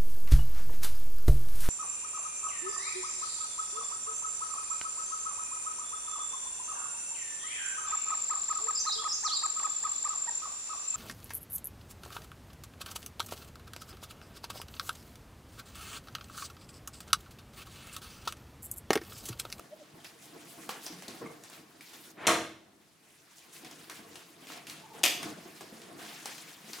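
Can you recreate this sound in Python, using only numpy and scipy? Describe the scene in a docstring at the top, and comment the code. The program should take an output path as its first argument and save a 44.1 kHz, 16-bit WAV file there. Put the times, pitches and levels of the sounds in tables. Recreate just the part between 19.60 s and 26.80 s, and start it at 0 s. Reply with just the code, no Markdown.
"""A hinge squeaks and a person in loose knitwear with a canvas bag moves about a small hard-walled
hallway: noise with fibre snaps for cloth, short bursts for ticks, decaying tones for thuds and pings.
At 2.6 s a latch scrapes and a door falls shut: clicks over a ringing leaf. After a quieter second the
bustle resumes; at 5.2 s something slides along a shelf, then a flat thing slaps onto it close to the
microphone. The cloth rustles on to the end, over reflections, faint rumble and hiss."""
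import sys
import numpy as np
from scipy import signal
from scipy.io import wavfile

SR = 44100
rng = np.random.default_rng(int(sys.argv[2]) if len(sys.argv) > 2 else 0)


def gain_from_db(level_db):
    """Turn a decibel level (scalar or array-like) into a linear amplitude factor."""
    decades = np.asarray(level_db, float) / 20
    return 10 ** decades


def log_audio(samples):
    """Write samples as a 16-bit WAV file to the path given in sys.argv[1]."""
    # one column per channel
    frames = np.atleast_2d(samples).T
    # limit to full scale, then quantise
    limited = np.clip(frames, -1, 1)
    pcm = np.round(limited * 32767).astype(np.int16)
    wavfile.write(sys.argv[1], SR, pcm)


N = 317520


def rms_one(x):
    """Scale to rms 1."""
    return x / np.sqrt(np.mean(x ** 2) + 1e-20)


def in_time(rows):
    """Columns of a time table, one value a sample."""
    s, *columns = np.transpose(rows)
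    return [np.interp(np.arange(N) / SR, s, c) for c in columns]


def at_hz(points, hz):
    """Read a table on a log-frequency axis."""
    table_hz, values = np.array(points).T
    return np.interp(np.log(hz), np.log(table_hz), values)


def drift(rate_hz):
    """Slow random curve of rms 1: twice low-passed noise, made at SR / 40."""
    r = np.exp(-80 * np.pi * rate_hz / SR)
    white = rng.standard_normal(N // 40 + 2002)
    slow = signal.lfilter([1], [1, -2 * r, r * r], white)[2000:]  # start-up dropped
    return np.interp(np.arange(N) / 40, np.arange(len(slow)), rms_one(slow))


def band(x, low_hz, high_hz):
    """Butterworth band-pass."""
    edges_hz = [low_hz, min(high_hz, .45 * SR)]
    return signal.sosfilt(signal.butter(2, edges_hz, "band", fs=SR, output="sos"), x)


def resonate(x, hz, width_hz):
    """Two-pole resonance with gain 1 on top."""
    r = np.exp(-np.pi * width_hz / SR)
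    poles = [1, -2 * r * np.cos(2 * np.pi * hz / SR), r * r]
    return signal.lfilter([(1 - r * r) / 2, 0, (r * r - 1) / 2], poles, x)


def burst(contact_s, size=2500):
    """A contact: spiky noise that dies by 20 dB in the contact time."""
    t = np.arange(size) / SR
    noise = rng.standard_normal(size)
    spikes_db = 3 * rng.standard_normal(size)
    return noise * gain_from_db(spikes_db - 20 * t / contact_s) / 3


def add(out, s, piece):
    """Mix a piece in at a time."""
    i = round(s * SR)
    out[i:i + len(piece)] += piece[:N - i]


def swell(s, hold_s, db, rise_s, fade_db_per_s):
    """Power of a gesture: rise, hold, fade."""
    t = np.arange(N) / SR - s
    fade_db = fade_db_per_s * np.maximum(t - rise_s - hold_s, 0)
    return np.clip(t / rise_s, 0, 1) ** 2 * gain_from_db(db - fade_db) ** 2


# half-octave band edges: f/Hz
EDGES_HZ = 30 * 2 ** np.arange(0, 9.6, .5)
# left-right likeness of rubbing: f/Hz, likeness/1
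LIKENESS = [(60, 1), (240, 0.92), (950, 0.35), (3770, 0.67), (15000, 0.87)]


def rubbing(spectrum, tilt_db_per_oct, patchy_db, grains_per_s, grain_db):
    """Friction: noise with fibre snaps, each half-octave flickering; rms 1 before the tilt."""
    together = drift(7.7)
    snap_now = rng.random(N) < grains_per_s * gain_from_db(5 * together) / SR
    snaps = snap_now * gain_from_db(3.45 * np.minimum(rng.exponential(1, N), 2.6) + grain_db)
    white = rng.standard_normal((2, 2, N)) * (1 + snaps)
    tilt_db_per_oct = np.clip(tilt_db_per_oct, -5, 5)
    flat, out = 0, 0
    for k, (low, high) in enumerate(zip(EDGES_HZ, EDGES_HZ[1:])):
        hz = np.sqrt(low * high)
        if spectrum[0][0] < hz < spectrum[-1][0]:
            mid, side = band(white[k % 2], low, high)
            alike = np.clip(at_hz(LIKENESS, hz), 0, 1)
            gain = gain_from_db(at_hz(spectrum, hz) + patchy_db * (0.46 * together + drift(20.2)))
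            layer = gain * (np.sqrt(1 + alike) * mid + np.sqrt(1 - alike) * side * [[1], [-1]])
            flat = flat + layer
            # tilt pivots at 4 kHz, constant below 1.5 kHz
            out = out + layer * gain_from_db(tilt_db_per_oct * np.log2(max(hz, 1500) / 4000))
    return out / np.sqrt(np.mean(flat ** 2))


# cloth spectrum: f/Hz, density/dB
CLOTH_SPECTRUM = [(350, -8), (600, -9.5), (801, -3.5), (970, -17), (1130, -4), (1390, -2.5), (2000, -1),
                  (4400, -3), (10700, -7), (16000, -15)]
# strokes of cloth on cloth: t/s, hold/s, level/dB, brightness/(dB/octave, rubbing limits it), fade/(dB/s)
STROKES = [(0.608, 0.037, -55.5, 3.5, 200), (0.876, 0.15, -62, 19, 150), (1.22, 0.028, -48.5, 4, 200),
           (1.537, 0.052, -54, -2, 150), (1.91, 0.053, -53, -1, 250), (2.206, 0.288, -54.5, 0.5, 1500),
           (3.75, 0.018, -62, 10, 200), (3.917, .05, -54.5, 4.5, 200), (4.793, 0.028, -54.5, -2, 250),
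           (4.875, 0.022, -49.5, -1, 150), (5.067, 0.043, -51.5, 2, 200), (5.324, 0.046, -57, 1, 200),
           (5.944, 0.042, -59.5, 0, 200), (6.374, 0.11, -48, -1.5, 80), (6.706, 0.092, -54.5, 3, 82),
           (7.06, 0.11, -52.5, 2, 203)]
# bustle, shared with the shuffle: t/s, shuffle level/dB, steady rustle level/dB
BUSY = [(0.0, -51.5, -57), (0.1, -58.5, -61), (0.55, -60, -61), (0.77, -51.5, -56), (1.05, -58, -54),
        (1.4, -55, -54.5), (1.8, -56, -59.5), (2.1, -61.5, -60.5), (2.52, -61.5, -63.5), (2.57, -59, -67),
        (2.62, -45.5, -58.5), (3.0, -59, -69.5), (3.3, -68, -67.5), (3.75, -69.5, -60), (4.05, -57, -56.5),
        (4.55, -55, -56.5), (4.75, -64.5, -59), (4.9, -53.5, -54), (5.4, -56, -59), (5.7, -44.5, -54),
        (6.0, -60.5, -54), (6.35, -51.5, -56.5), (6.65, -58, -49), (7.0, -58.5, -55), (7.2, -57.5, -49)]


def cloth():
    """Cloth rubs: steady rustle, strokes, and settling after each tick; power-weighted brightness."""
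    rustle_db = in_time(BUSY)[1]
    parts = [(gain_from_db(rustle_db) ** 2, -1)]  # power, brightness in dB per octave
    for s, hold_s, db, bright_db, fade in STROKES:
        parts.append((swell(s, hold_s, db, 0.02, fade), bright_db))
    settling = sum(swell(s, 0, db - 20, 0.002, 149) for s, db, *_ in TICKS)
    parts.append((settling, -2))
    total = sum(power for power, _ in parts)
    tilt = sum(power * bright_db for power, bright_db in parts) / total
    rub = rubbing(CLOTH_SPECTRUM, tilt, patchy_db=2.0, grains_per_s=300, grain_db=5.5)
    return np.sqrt(total) * rub


# standing waves of the hallway: f/Hz, width/Hz, level/dB
HOLLOW = [(157.4, 26, 6), (212, 12, -1), (315, 48, 1), (456, 29, -6.5), (687, 37, 5), (1090, 65, 1.5)]


def in_hollow(x):
    """Standing waves lift low sounds; scaled to rms 1."""
    return rms_one(x + sum(gain_from_db(db) * resonate(x, hz, width_hz) for hz, width_hz, db in HOLLOW))


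# shuffle spectrum: f/Hz, density/dB
SHUFFLE_SPECTRUM = [(47, -52), (80, -15.5), (312, -2), (569, -9), (693, -9), (1500, -16), (1950, -10),
                    (3300, -120)]


def shuffle():
    """Body and feet rub low in the hallway's standing waves; swells after each thud."""
    shuffle_db = in_time(BUSY)[0]
    swells = sum(swell(s, 0, db - 15.5, 0.0063, 104) for s, db, *_ in THUDS)
    rub = rubbing(SHUFFLE_SPECTRUM, 0, patchy_db=2.5, grains_per_s=170, grain_db=4.5)
    return np.sqrt(gain_from_db(shuffle_db) ** 2 + swells) * in_hollow(rub)


# ticks and snaps of things in the bag: t/s, level/dB, ring f/Hz, dull body re level/dB
TICKS = [(0.4448, -31, 2080, -20), (1.0917, -21.5, 2570, -7.5), (1.2644, -26.5, 5130, -14),
         (1.4225, -32.5, 1760, -14), (1.481, -28, 4260, -15), (1.6616, -51, 1180, 0),
         (1.837, -37, 6400, -28), (1.8986, -39, 8500, -10), (2.2084, -35.5, 2370, -29),
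         (2.333, -33, 1110, -21), (3.7828, -43.5, 6440, -20), (3.927, -45, 6700, -21),
         (4.0472, -30, 2280, -21), (4.1117, -36, 5300, -13), (4.2975, -25, 1160, -37),
         (4.556, -30, 2760, -17), (4.8704, -34.5, 2930, -21), (4.9013, -33.5, 1140, -10.5),
         (4.967, -42, 9000, -25), (5.069, -29.5, 2570, -29), (5.098, -28.5, 4190, -27),
         (5.6288, -23, 1010, -18), (5.6964, -52, 3520, -15), (6.0085, -30.5, 1680, -11),
         (6.2174, -34.5, 2450, -14), (6.3964, -39, 1060, -3), (6.6571, -25, 5360, -11.5),
         (6.78, -32, 2860, -25), (7.132, -26, 4390, -39), (7.1862, -33, 1160, -15)]


def ticks():
    """Each tick is a broad crack with a short ring of its own pitch and a dull body."""
    out = np.zeros(N)
    for s, db, hz, body_db in TICKS:
        hit = burst(0.0087)
        bright = 0.71 * band(hit, 1450, 9700) + 2.53 * resonate(hit, hz, 0.28 * hz)
        body = gain_from_db(body_db + 21.5) * band(hit, 316, 1490)
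        add(out, s, gain_from_db(db) * (bright + body))
    return out


def struck(rows, overtone):
    """A push rings a decaying tone and an overtone at 2.3 times its pitch."""
    out, t = np.zeros(N), np.arange(SR // 4) / SR
    for s, db, hz, t60_s in rows:
        phase = rng.uniform(0, 2 * np.pi)
        tone = np.sin(2 * np.pi * hz * t) + overtone * np.sin(2 * np.pi * 2.3 * hz * t + phase)
        onset = 1 - np.exp(-t / 0.0011)
        add(out, s, gain_from_db(db - 4.5 - 60 * t / t60_s) * onset * tone)
    return out


# dull thuds of feet and bag: t/s, level/dB, f/Hz, t60/s
THUDS = [(0.34, -39, 154, 0.049), (0.976, -35, 315, 0.035), (1.302, -39.5, 309, 0.14),
         (1.328, -42, 181.7, 0.22), (1.485, -34, 230, 0.051), (1.544, -37, 320, 0.078),
         (1.61, -34, 307, 0.086), (1.616, -32.5, 465, 0.13), (4.033, -42, 323, 0.18),
         (4.39, -41, 277, 0.044), (4.823, -40.5, 273, 0.056), (4.9, -43, 324, 0.1),
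         (5.349, -39.5, 460, 0.11), (5.659, -36, 208, 0.11), (5.854, -40.5, 367, 0.083),
         (6.009, -36.5, 368, 0.053), (6.123, -36.5, 227, 0.056), (6.387, -42, 315, 0.079),
         (6.415, -39, 700, 0.091), (6.525, -43, 860, 0.063), (7.039, -47.5, 217, 0.18)]


def thuds():
    """Dull blows: low tone with a weaker overtone."""
    return struck(THUDS, 0.35)


# rings of handle and fittings: t/s, level/dB, f/Hz, t60/s
PINGS = [(1.258, -33.5, 4940, 0.073), (1.315, -57, 4840, .2), (1.615, -45.5, 1040, 0.071),
         (1.655, -37.5, 1160, 0.076), (1.662, -30, 2150, 0.018)]


def pings():
    """Handle and fittings ring as pure decaying tones."""
    return struck(PINGS, 0)


# latch sliding over the plate: t/s, level/dB
LATCH = [(2.57, -61), (2.59, -51), (2.604, -50.5), (2.662, -40)]
# door contacts: t/s, metal click level/dB, leaf blow level/dB
SLAM = [(2.6690, -5.5, -21.5), (2.6731, 0, -20.5), (2.680, -23, -15.5), (2.688, -17, -17.5),
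        (2.694, -16.5, -30), (2.700, -29, -18.5), (2.72, -17.5, -28), (2.752, -32, -28.5)]
# modes of the leaf: f/Hz, level/dB, t60/s
LEAF = [(224, -8, 0.084), (326, 0.5, 0.36), (477, -5.5, 0.15), (635, 0.5, 0.11), (683, 1.5, 0.11),
        (1000, -6, 0.095), (1160, 0.5, 0.056), (1250, -13, 0.12)]


def door():
    """The latch scrapes, snaps in with bright clicks, and the leaf rings at every blow."""
    t = np.arange(N) / SR
    friction = band(band(rng.standard_normal(N), 400, 2350), 300, 3700)
    scrape = rms_one(friction) * gain_from_db(drift(64))  # flickers by 1 dB rms
    out = scrape * gain_from_db(in_time(LATCH)[0]) * (t > LATCH[0][0]) * (t < LATCH[-1][0])
    t = t[:SR // 2]
    for s, click_db, blow_db in SLAM:
        add(out, s, gain_from_db(click_db) * band(burst(0.0071), 1900, 8300))
        add(out, s, gain_from_db(blow_db + 15.5) * band(burst(0.017), 280, 1690))
        for hz, db, t60_s in LEAF:
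            ring_db = blow_db + db - 13.5 + rng.normal(0, 1.7) - 60 * t / t60_s
            add(out, s, gain_from_db(ring_db) * np.sin(2 * np.pi * hz * t) * rng.choice([-1, 1]))
    return band(out, 120, 19000)


# slap contacts, edge first, then flat, then a bounce: t/s, level/dB, contact/s
SLAP = [(5.4336, -10, 0.0034), (5.437, -4.5, 0.012), (5.445, -9.5, 0.0061), (5.4523, -5.5, 0.0053),
        (5.460, -9.5, 0.0092)]
# shelf resonances: f/Hz, width/Hz, level/dB
SHELF = [(307, 140, 4.5), (700, 120, 4.5), (2240, 540, 7), (2690, 740, 12.5), (4300, 250, -11),
         (7900, 720, -26), (10700, 4340, -8.5)]


def slap():
    """Short contacts coloured by the shelf's resonances over a broad crack."""
    hits = np.full(SR // 4, 1e-18)
    start_s = SLAP[0][0]
    for s, db, contact_s in SLAP:
        add(hits, s - start_s, gain_from_db(db) * burst(contact_s))
    rings = 0
    for k, (hz, width_hz, db) in enumerate(SHELF):
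        rings = rings + (-1) ** k * gain_from_db(db) * resonate(hits, hz, width_hz)
    out = np.zeros(N)
    add(out, start_s, rings + 1.35 * band(hits, 1280, 9900))
    return out


# something slides along the shelf: t/s, f/Hz, level/dB
SLIDE = [(5.22, 898, -72), (5.244, 878, -58), (5.316, 895, -59), (5.422, 820, -55), (5.43, 820, -74)]


def slide():
    """Friction noise shifted onto a narrow gliding resonance."""
    hz, db = in_time(SLIDE)
    t = np.arange(N) / SR
    on = (t > SLIDE[0][0]) * (t < SLIDE[-1][0])
    return gain_from_db(db) * on * np.sqrt(2) * drift(54) * np.sin(2 * np.pi * np.cumsum(hz) / SR)


# hinge squeaks, one list each: t/s, f/Hz, level/dB
SQUEAKS = [
    [(0.1, 547, -67), (0.134, 619, -42), (0.165, 620, -71)],
    [(0.19, 680, -60), (0.224, 575, -49), (0.24, 586, -95)],
]


def hinge():
    """Stick-slip as a sine of gliding pitch."""
    out = np.zeros(N)
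    for rows in SQUEAKS:
        hz, db = in_time(rows)
        start_s, end_s = rows[0][0], rows[-1][0]
        on = np.interp(np.arange(N) / SR, [start_s, start_s + .01, end_s - .01, end_s], [0, 1, 1, 0])
        out += np.sqrt(2) * on * gain_from_db(db) * np.sin(2 * np.pi * np.cumsum(hz) / SR)
    return out


# decay of the hallway: f/Hz, t60/s
ROOM_T60 = [(100, 0.86), (300, 0.51), (1000, 0.42), (4000, 0.54), (8000, 0.36), (14000, 0.42)]
# side re mid of the reflections: f/Hz, level/dB
SIDEWAYS = [(400, -21.5), (1300, -8), (4400, -7.5), (9000, -9), (15000, -12)]


def hallway(x):
    """Dense reflections: noise that dies band by band, mostly alike in both ears."""
    t, tail = np.arange(SR) / SR, 0
    for low, high in zip(EDGES_HZ, EDGES_HZ[1:]):
        hz = np.sqrt(low * high)
        white = rng.standard_normal((2, SR)) * [[1], [gain_from_db(at_hz(SIDEWAYS, hz))]]
        tail = tail + band(white, low, high) * gain_from_db(-60 * t / at_hz(ROOM_T60, hz))
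    mid, side = tail * np.clip((t - .003) / 0.0041, 0, 1)  # walls answer after 3 ms and fill in
    tail = np.array([mid + side, mid - side]) / np.sqrt(np.sum(mid ** 2))
    return signal.fftconvolve(x[None], tail, axes=1)[:, :N]


def still_room():
    """Low steady rumble of distant ventilation and faint wide microphone hiss."""
    rumble_db, hiss_db = -75, -71.5
    mid, left, right = rng.standard_normal((3, N))
    sides = np.array([left, right])
    rumble = in_hollow(band(mid + 0.9 * sides, 68, 230))
    hiss = rms_one(band(mid + 3.6 * sides, 710, 11300))
    return gain_from_db(rumble_db) * rumble + gain_from_db(hiss_db) * hiss


# where the person is: t/s, left minus right level/dB
LEAN = [(0, 0), (5.2, 0.5), (6.1, 0), (7.2, 1.5)]


def scene():
    """Rustle, hits and their reflections."""
    rubs = shuffle() + cloth()
    small = ticks() + thuds() + pings()
    squeak, far, near = hinge() + slide(), door(), slap()
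    wet = hallway(gain_from_db(-4.0) * small + gain_from_db(-14) * squeak + gain_from_db(-1.5) * far + gain_from_db(-3.5) * near)
    person = (rubs + small) * gain_from_db(in_time(LEAN)[0] * [[.5], [-.5]])
    far_stereo = far * gain_from_db([[.3], [-.3]])
    near_stereo = near * gain_from_db([[1.5], [-1.5]])
    return still_room() + person + squeak + far_stereo + near_stereo + wet


def top_cut(x):
    """Nothing passes above the cut-off."""
    return signal.sosfilt(signal.butter(12, 16850, fs=SR, output="sos"), x)


def record(dry):
    """The microphone loses the deep bass and rounds the sharpest peaks."""
    thin = signal.sosfilt(signal.butter(2, 30, "high", fs=SR, output="sos"), dry)
    rounded = .5 * np.tanh(thin / .5)
    return top_cut(rounded)


dry = scene()
out = record(dry)
log_audio(out)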